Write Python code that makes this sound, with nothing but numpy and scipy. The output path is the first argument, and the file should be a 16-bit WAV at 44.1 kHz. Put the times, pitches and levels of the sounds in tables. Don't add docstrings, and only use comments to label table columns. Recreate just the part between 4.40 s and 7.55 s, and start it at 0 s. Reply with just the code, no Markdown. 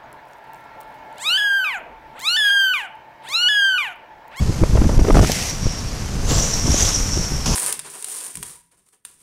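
import sys
import numpy as np
from scipy import signal
from scipy.fft import rfft, irfft
from scipy.io import wavfile
from scipy.ndimage import uniform_filter1d

SR = 44100
rng = np.random.default_rng(int(sys.argv[2]) if len(sys.argv) > 2 else 0)


def amp(db):
    return 10 ** (np.asarray(db, float) / 20)


def write(x):
    x = np.atleast_2d(x).T
    wavfile.write(sys.argv[1], SR, np.round(np.clip(x, -1, 1) * 32767).astype(np.int16))


N = 138915


def evened(x):
    return x / np.sqrt(np.mean(x ** 2) + 1e-20)


def curve(rows, column=1):
    rows = np.asarray(rows)
    return np.interp(np.arange(N) / SR, rows[:, 0], rows[:, column])


def colour(x, points):
    point_hz, point_db = np.transpose(points)
    hz = np.fft.rfftfreq(len(x), 1 / SR)
    level_db = np.interp(np.log(hz + 1), np.log(point_hz + 1), point_db, left=-80)
    return evened(irfft(rfft(x) * amp(level_db), len(x)))


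def add(mix, start_s, sound):
    part = mix[max(round(start_s * SR), 0):][:len(sound)]
    part += sound[:len(part)]


def wander(lo_hz, hi_hz):
    t = np.arange(0, N + 64, 64) / SR
    rates_hz = np.geomspace(lo_hz, hi_hz, num=30)
    slow = sum(np.sin(2 * np.pi * (f * t + rng.random())) / f ** 0.17 for f in rates_hz)
    return np.interp(np.arange(N) / SR, t, evened(slow))


def resonate(x, hz, width_hz):
    turn = np.exp(2j * np.pi * np.cumsum(hz * np.ones(len(x))) / SR)
    r = np.exp(-np.pi * width_hz / SR)
    return evened((turn * signal.lfilter([1 - r], [1, -r], x / turn)).real)


def resonate_twice(x, hz, width_hz):
    return resonate(resonate(x, hz, width_hz), hz, width_hz)


# start_s, level_db
WIND_STRENGTH = [(0, -20), (.2, -22.5), (.45, -16), (.67, -20.5), (.8, -10.5), (.88, -21), (1.0, -27),
                 (1.65, -26), (1.92, -19), (2.1, -25), (2.3, -22.5), (3.04, -24), (3.08, -17)]
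# hz, level_db
WIND_SPECTRUM = [(8, -7), (25, 0.5), (75, -3.5), (170, -9), (380, -21), (600, -25.5), (1500, -38.5),
                 (12000, -105)]


def wind_rumble():
    lumps_db = 1.5 * wander(5, 40)
    return colour(rng.standard_normal(N), WIND_SPECTRUM) * amp(curve(WIND_STRENGTH) + lumps_db)


# centre_s, peak_db, pitch_hz, length_s
THUMPS = [(0.004, -10, 73.3, 0.045), (0.095, -10.5, 79, 0.035), (0.205, -32, 87, 0.052),
          (0.308, -17, 57.4, 0.029), (0.346, -9, 43.3, 0.052), (0.396, -8.5, 53.3, 0.038),
          (0.419, -12.5, 68.2, 0.038), (0.464, -7, 74.3, 0.034), (0.497, -21, 47.7, 0.029),
          (0.55, -36, 40.6, 0.05), (0.645, -20, 57.4, 0.024), (0.694, -13.5, 81.3, 0.029),
          (0.716, -14, 40.6, 0.041), (0.846, -25, 50.5, 0.099), (0.917, -19.5, 66.3, 0.05),
          (1.235, -22.5, 89.6, 0.0354), (1.747, -20.5, 52, 0.061), (1.875, -23, 37, 0.074),
          (1.924, -14.5, 57.5, 0.059), (1.966, -11.5, 48.1, 0.0644), (2.137, -34, 54, 0.078),
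          (2.25, -12.5, 66, 0.021), (2.301, -9.5, 74.6, 0.028), (2.323, -13, 52.3, 0.031),
          (2.431, -14.5, 65, 0.022), (2.62, -35, 49, 0.018), (2.686, -35, 53.4, 0.03),
          (2.774, -15, 48, 0.034), (3.13, -21, 53, 0.042)]


def thumps():
    out, kink = np.zeros(N), 0.95
    for (s, db, hz, length_s), (phase, bend, lean) in zip(THUMPS, rng.random((len(THUMPS), 3))):
        u = np.arange(0, 1, 1 / (max(length_s, .01) * SR))
        turns = hz * length_s * (u + .5 * (bend - .5) * u * u)
        a = 2 * np.pi * (turns + phase)
        crooked = kink * np.sin(a + 2 * np.pi * lean) + .5 * kink * np.sin(2.5 * a)
        swing = np.sin(a + crooked)
        add(out, s - length_s / 2, amp(db + 1) * np.sin(np.pi * u) * swing)
    return out


def grit():
    struck = rng.random(N) < 1900 / SR
    size = amp(2 * np.minimum(rng.exponential(1, N), 3)) * struck
    force = np.sqrt(abs(uniform_filter1d(size ** 2, size=12))) + 0.52
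    hits = force * rng.standard_normal(N)
    return evened(hits * amp(0.64 * wander(12, 100)))


# start_s, level_db, ring_hz, road_coarseness_db
ROLL = [(0, -42, 6650, -1), (.6, -39, 5840, 1.5), (.93, -34.5, 5600, 5), (1.1, -31, 5930, -2),
        (1.18, -36.5, 5900, 0), (1.28, -34, 5600, -6), (1.45, -40, 5640, -1.5), (1.8, -40.5, 6300, -0.5),
        (1.9, -30, 6300, 1), (2.0, -23, 5970, 2.5), (2.21, -28, 5650, 2), (2.4, -24.5, 5880, 0),
        (2.58, -25, 5630, 3), (2.62, -27, 5840, 2.5), (2.78, -26.5, 5640, -0.5), (2.92, -31, 5560, 2),
        (3.04, -33.5, 5400, 0.5), (3.15, -39, 5200, -10)]
# hz, level_db
TREAD = [(410, -5), (700, -4), (1100, -5.5), (1630, -7), (2200, -8), (3800, -11), (5000, -6),
         (12200, -20.5), (15800, -36)]
# pitch_hz, width_hz, level_db
OVERTONES = [(7200, 900, -12.5), (8400, 260, -11.5)]


def rolling(stones):
    level_db, hz, coarse = curve(ROLL), curve(ROLL, 2), amp(curve(ROLL, 3))
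    core = resonate(resonate(stones, hz, 870), hz, 560) * amp(0.6 * wander(8.8, 50))
    skirt = resonate(grit(), 1.14 * hz, 990)
    ring = evened(core + skirt)
    ring = ring + coarse * sum(amp(db) * resonate_twice(stones, f, w) for f, w, db in OVERTONES)
    ring = colour(ring, [(3500, -22), (5400, 13.5), (16000, -15.0)])

    tread = colour(grit(), TREAD)
    fizz = signal.lfilter(*signal.butter(2, 6500, "high", fs=SR), tread)
    tread = tread + (coarse - 1) * fizz
    tread_db = -37 + 0.27 * (level_db + 46.0)
    return amp(level_db - 0.5) * ring + amp(tread_db) * tread


# centre_s, peak_db, corner_hz
FLUTTERS = [(0.223, -19, 322), (0.236, -8, 398), (0.357, -11.5, 330.5), (0.376, -13, 374),
            (0.418, -10.5, 393), (0.445, -15, 325), (0.496, -12.5, 393), (0.578, -21, 314),
            (0.594, -11, 438), (0.615, -17, 330), (0.65, -13.5, 310), (0.674, -18, 320), (0.688, -7, 369),
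            (0.707, -6, 494), (0.746, -8, 492), (0.756, -7.5, 450), (0.771, -2, 483), (0.783, -9.5, 450),
            (0.794, -6, 587), (0.812, -11, 393), (0.831, -8.5, 328), (0.836, -11.5, 472), (0.847, -10, 600),
            (0.899, -12, 482), (1.26, -25, 279), (1.918, -19, 333), (2.258, -19, 465), (2.282, -13.5, 329),
            (2.344, -13.5, 457), (2.775, -16.5, 381)]


def flutters():
    out, turns = np.zeros(N), 5
    f = np.fft.rfftfreq(4096, 1 / SR)
    low_cut = f ** 2 / (109 ** 2 + f ** 2)
    for (s, db, hz), air in zip(FLUTTERS, rng.standard_normal((len(FLUTTERS), 4096))):
        u = np.arange(0, 1, hz / (turns * SR))
        gain = low_cut * amp(-13 / 2 * np.log2(1 + (f / hz) ** 2))
        puff = irfft(rfft(air) * gain)[:len(u)]
        add(out, s - turns / hz / 2, amp(db - 3.5) * np.sin(np.pi * u) * evened(puff))
    return out


# centre_s, peak_db, half_width_s
PUSHES = [(.2212, -5, .0013), (.2305, -2, .001), (.242, -10, .0015), (.582, -4, .002), (.5875, 1, .004),
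          (.5945, -8, .001), (.627, -4, .003), (.6998, -2, .0004), (.725, -11, .008), (.752, -5, .005),
          (.7725, -3, .001), (.779, -5, .002), (.797, -7, .004), (.8165, -4, .0015), (.824, -5, .003),
          (.9, -10, .001), (2.299, -10, .002), (2.433, -7, .003)]
# centre_s, peak_db, half_width_s
SUCKS = [(0.2167, -4.5, 0.001), (0.229, -6, 0.0037), (.2325, -9.5, 0.00055), (0.2346, -4, 0.0026),
         (.299, -8.5, .002), (.42, -3.5, .001), (.57, -7.5, 0.0031), (.578, -7, 0.0024),
         (0.6137, -3, 0.0012), (.619, -1, 0.0023), (.7009, -1, .0005), (.739, -3, 0.0047),
         (0.7626, -4, 0.0018), (0.768, 1, 0.0011), (0.789, -5, .002), (.81, -2.5, 0.0028),
         (0.898, -12.5, 0.00097), (1.2593, -5.5, 0.0016), (1.2679, -9.5, 0.00065), (1.276, -11.5, 0.0042),
         (2.777, -20, 0.0034), (2.921, -12, 0.00076)]


def eddies():
    t = np.arange(N) / SR
    return sum(sign * amp(db) * np.exp(-abs((t - s) / half_width_s) ** 1.98)
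               for sign, rows in ((0.9, PUSHES), (-1.1, SUCKS)) for s, db, half_width_s in rows)


# start_s, level_db
SLIDES = [
    [(.72, -36), (.76, -29), (.88, -24), (.94, -22.5), (1.05, -26), (1.11, -28.5), (1.125, -35)],
    [(1.865, -38), (1.88, -29), (1.91, -21), (2.02, -25.5), (2.1, -30), (2.2, -29.5)],
    [(2.24, -33), (2.32, -24.5), (2.42, -20), (2.5, -22), (2.58, -29.5), (2.61, -30)],
    [(3.056, -49), (3.059, -18.5), (3.08, -21.5), (3.15, -21)],
]
# hz, level_db
SCRAPE_A = [(590, -34), (1000, -23), (1270, -25), (1400, -12), (1930, -3.5), (4020, -7), (5940, -2.5),
            (12000, -17), (15600, -30)]
SCRAPE_B = [(590, -40), (1000, -11), (1080, -3.5), (2370, -11), (2600, -4.5), (3930, -3.5), (7500, 0.5),
            (8100, -15), (15600, -26)]
SCRAPE_C = [(590, -39), (1000, -12), (2160, -11.5), (3710, -6), (4310, -11), (6200, 0.5), (7600, -8.5),
            (12700, -23), (15600, -41)]
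SCRAPE_D = [(590, -25), (1000, -2), (2110, -17), (2510, -8), (4110, -10.5), (5670, 3), (7920, -12.5),
            (10800, -17), (15600, -37)]
# hz, level_db
DECK = [(200, -22), (350, 1), (560, 2), (1000, -7), (1500, -34)]
DECK_DB = (-12, -5, -10, -11.5)


def sliding():
    out, t = np.zeros(N), np.arange(N) / SR
    scrapes = (SCRAPE_A, SCRAPE_B, SCRAPE_C, SCRAPE_D)
    for rows, scrape, deck_db in zip(SLIDES, scrapes, DECK_DB):
        inside = (t > rows[0][0]) & (t <= rows[-1][0])
        stones = grit()
        tearing = colour(stones, scrape) + amp(deck_db) * colour(stones, DECK)
        out += inside * amp(curve(rows) - 2.5) * tearing
    return out


# pitch_hz, width_hz, level_db, start_s
WHINES = [
    (14900, 450, -69, .9),
    (13200, 600, -56, 2.8),
    (10500, 700, -54, 2.7),
]


def bearing_whines(stones):
    t = np.arange(N) / SR
    whines = sum(amp(db) * np.clip(10 * (t - s), 0, 1) * resonate_twice(stones, f, w)
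                 for f, w, db, s in WHINES)
    return amp(2 * wander(1, 10)) * whines


# start_s, level_db, pitch_hz, width_hz
STONES = [
    (.918, -7.5, 5600, 800),
    (1.096, -20, 5700, 220),
    (1.237, -43, 5700, 13),
    (2.452, -17.5, 3620, 230),
]


def single_stones():
    out, t = np.zeros(N), np.arange(16000) / SR
    for s, db, hz, width_hz in STONES:
        shape = np.minimum(t * width_hz * 3, 1) * np.exp(-t * width_hz)
        tone = resonate(rng.standard_normal(len(t)), hz, 2 * width_hz + 180)
        add(out, s, amp(db) * shape * tone)
    return out


# start_s, peak_db, pitch_hz
SQUEALS = [(1.946, -16, 5450), (1.977, -14, 5470), (1.994, -11.5, 5710), (2.0188, -8, 5870),
           (2.0604, -19, 5900), (2.134, -8, 5600), (2.2644, -12.5, 5580), (2.3104, -9.5, 5630),
           (2.336, -15, 5750), (2.4026, -7.5, 5720), (2.4193, -6.5, 6280), (2.4579, -20, 5930),
           (2.4829, -10, 5590), (2.5395, -8, 5820), (2.5555, -7.5, 5680), (2.733, -12, 5660)]
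# start_s, peak_db, pitch_hz
WHISTLES = [(1.09, -24, 5640), (1.24, -28, 5570), (1.275, -28, 5560), (1.301, -24.5, 5600),
            (1.35, -30, 5550), (1.377, -27, 5580), (1.465, -28, 5560)]
# start_s, peak_db, pitch_hz
UPPER_SQUEALS = [(1.8966, -26, 6820), (1.9405, -17, 7400), (2.0255, -17, 6970), (2.3328, -21, 6730),
                 (2.3712, -12, 6680), (2.4032, -16, 6790), (2.422, -15, 6890), (2.4567, -18, 6970)]
# level_db, length_s, width_hz
SQUEAL_KINDS = [(-9, 0.012, 350), (-5.5, .025, 120), (-7, 0.017, 340)]


def squeals():
    out, t = np.zeros(N), np.arange(3000) / SR
    rise = np.minimum(t / .006, 1)
    for rows, (kind_db, length_s, width_hz) in zip((SQUEALS, WHISTLES, UPPER_SQUEALS), SQUEAL_KINDS):
        shape = rise * np.exp(-(t / length_s) ** 2)
        for (s, db, hz), air in zip(rows, rng.standard_normal((len(rows), len(t)))):
            fuzz = resonate_twice(air, hz, 2 * width_hz)
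            note = np.sin(2 * np.pi * hz * t) + 0.93 * fuzz
            add(out, s, amp(db + kind_db) * shape * note)
    return out


def scene():
    stones = grit()
    air = wind_rumble() + thumps() + flutters() + eddies()
    wheels = rolling(stones) + sliding() + bearing_whines(stones) + single_stones() + squeals()
    return (air + wheels)[None]


def low_pass(x):
    return signal.sosfilt(signal.butter(12, 15930, fs=SR, output="sos"), x)


def record(dry):
    clip, knee = .625, 14
    clipped = dry / (1 + abs(dry / clip) ** knee) ** (1 / knee)
    band_limit = signal.firwin(601, 15680, fs=SR)[None]
    return low_pass(signal.oaconvolve(clipped, band_limit, "same"))


dry = scene()
out = record(dry)
write(out)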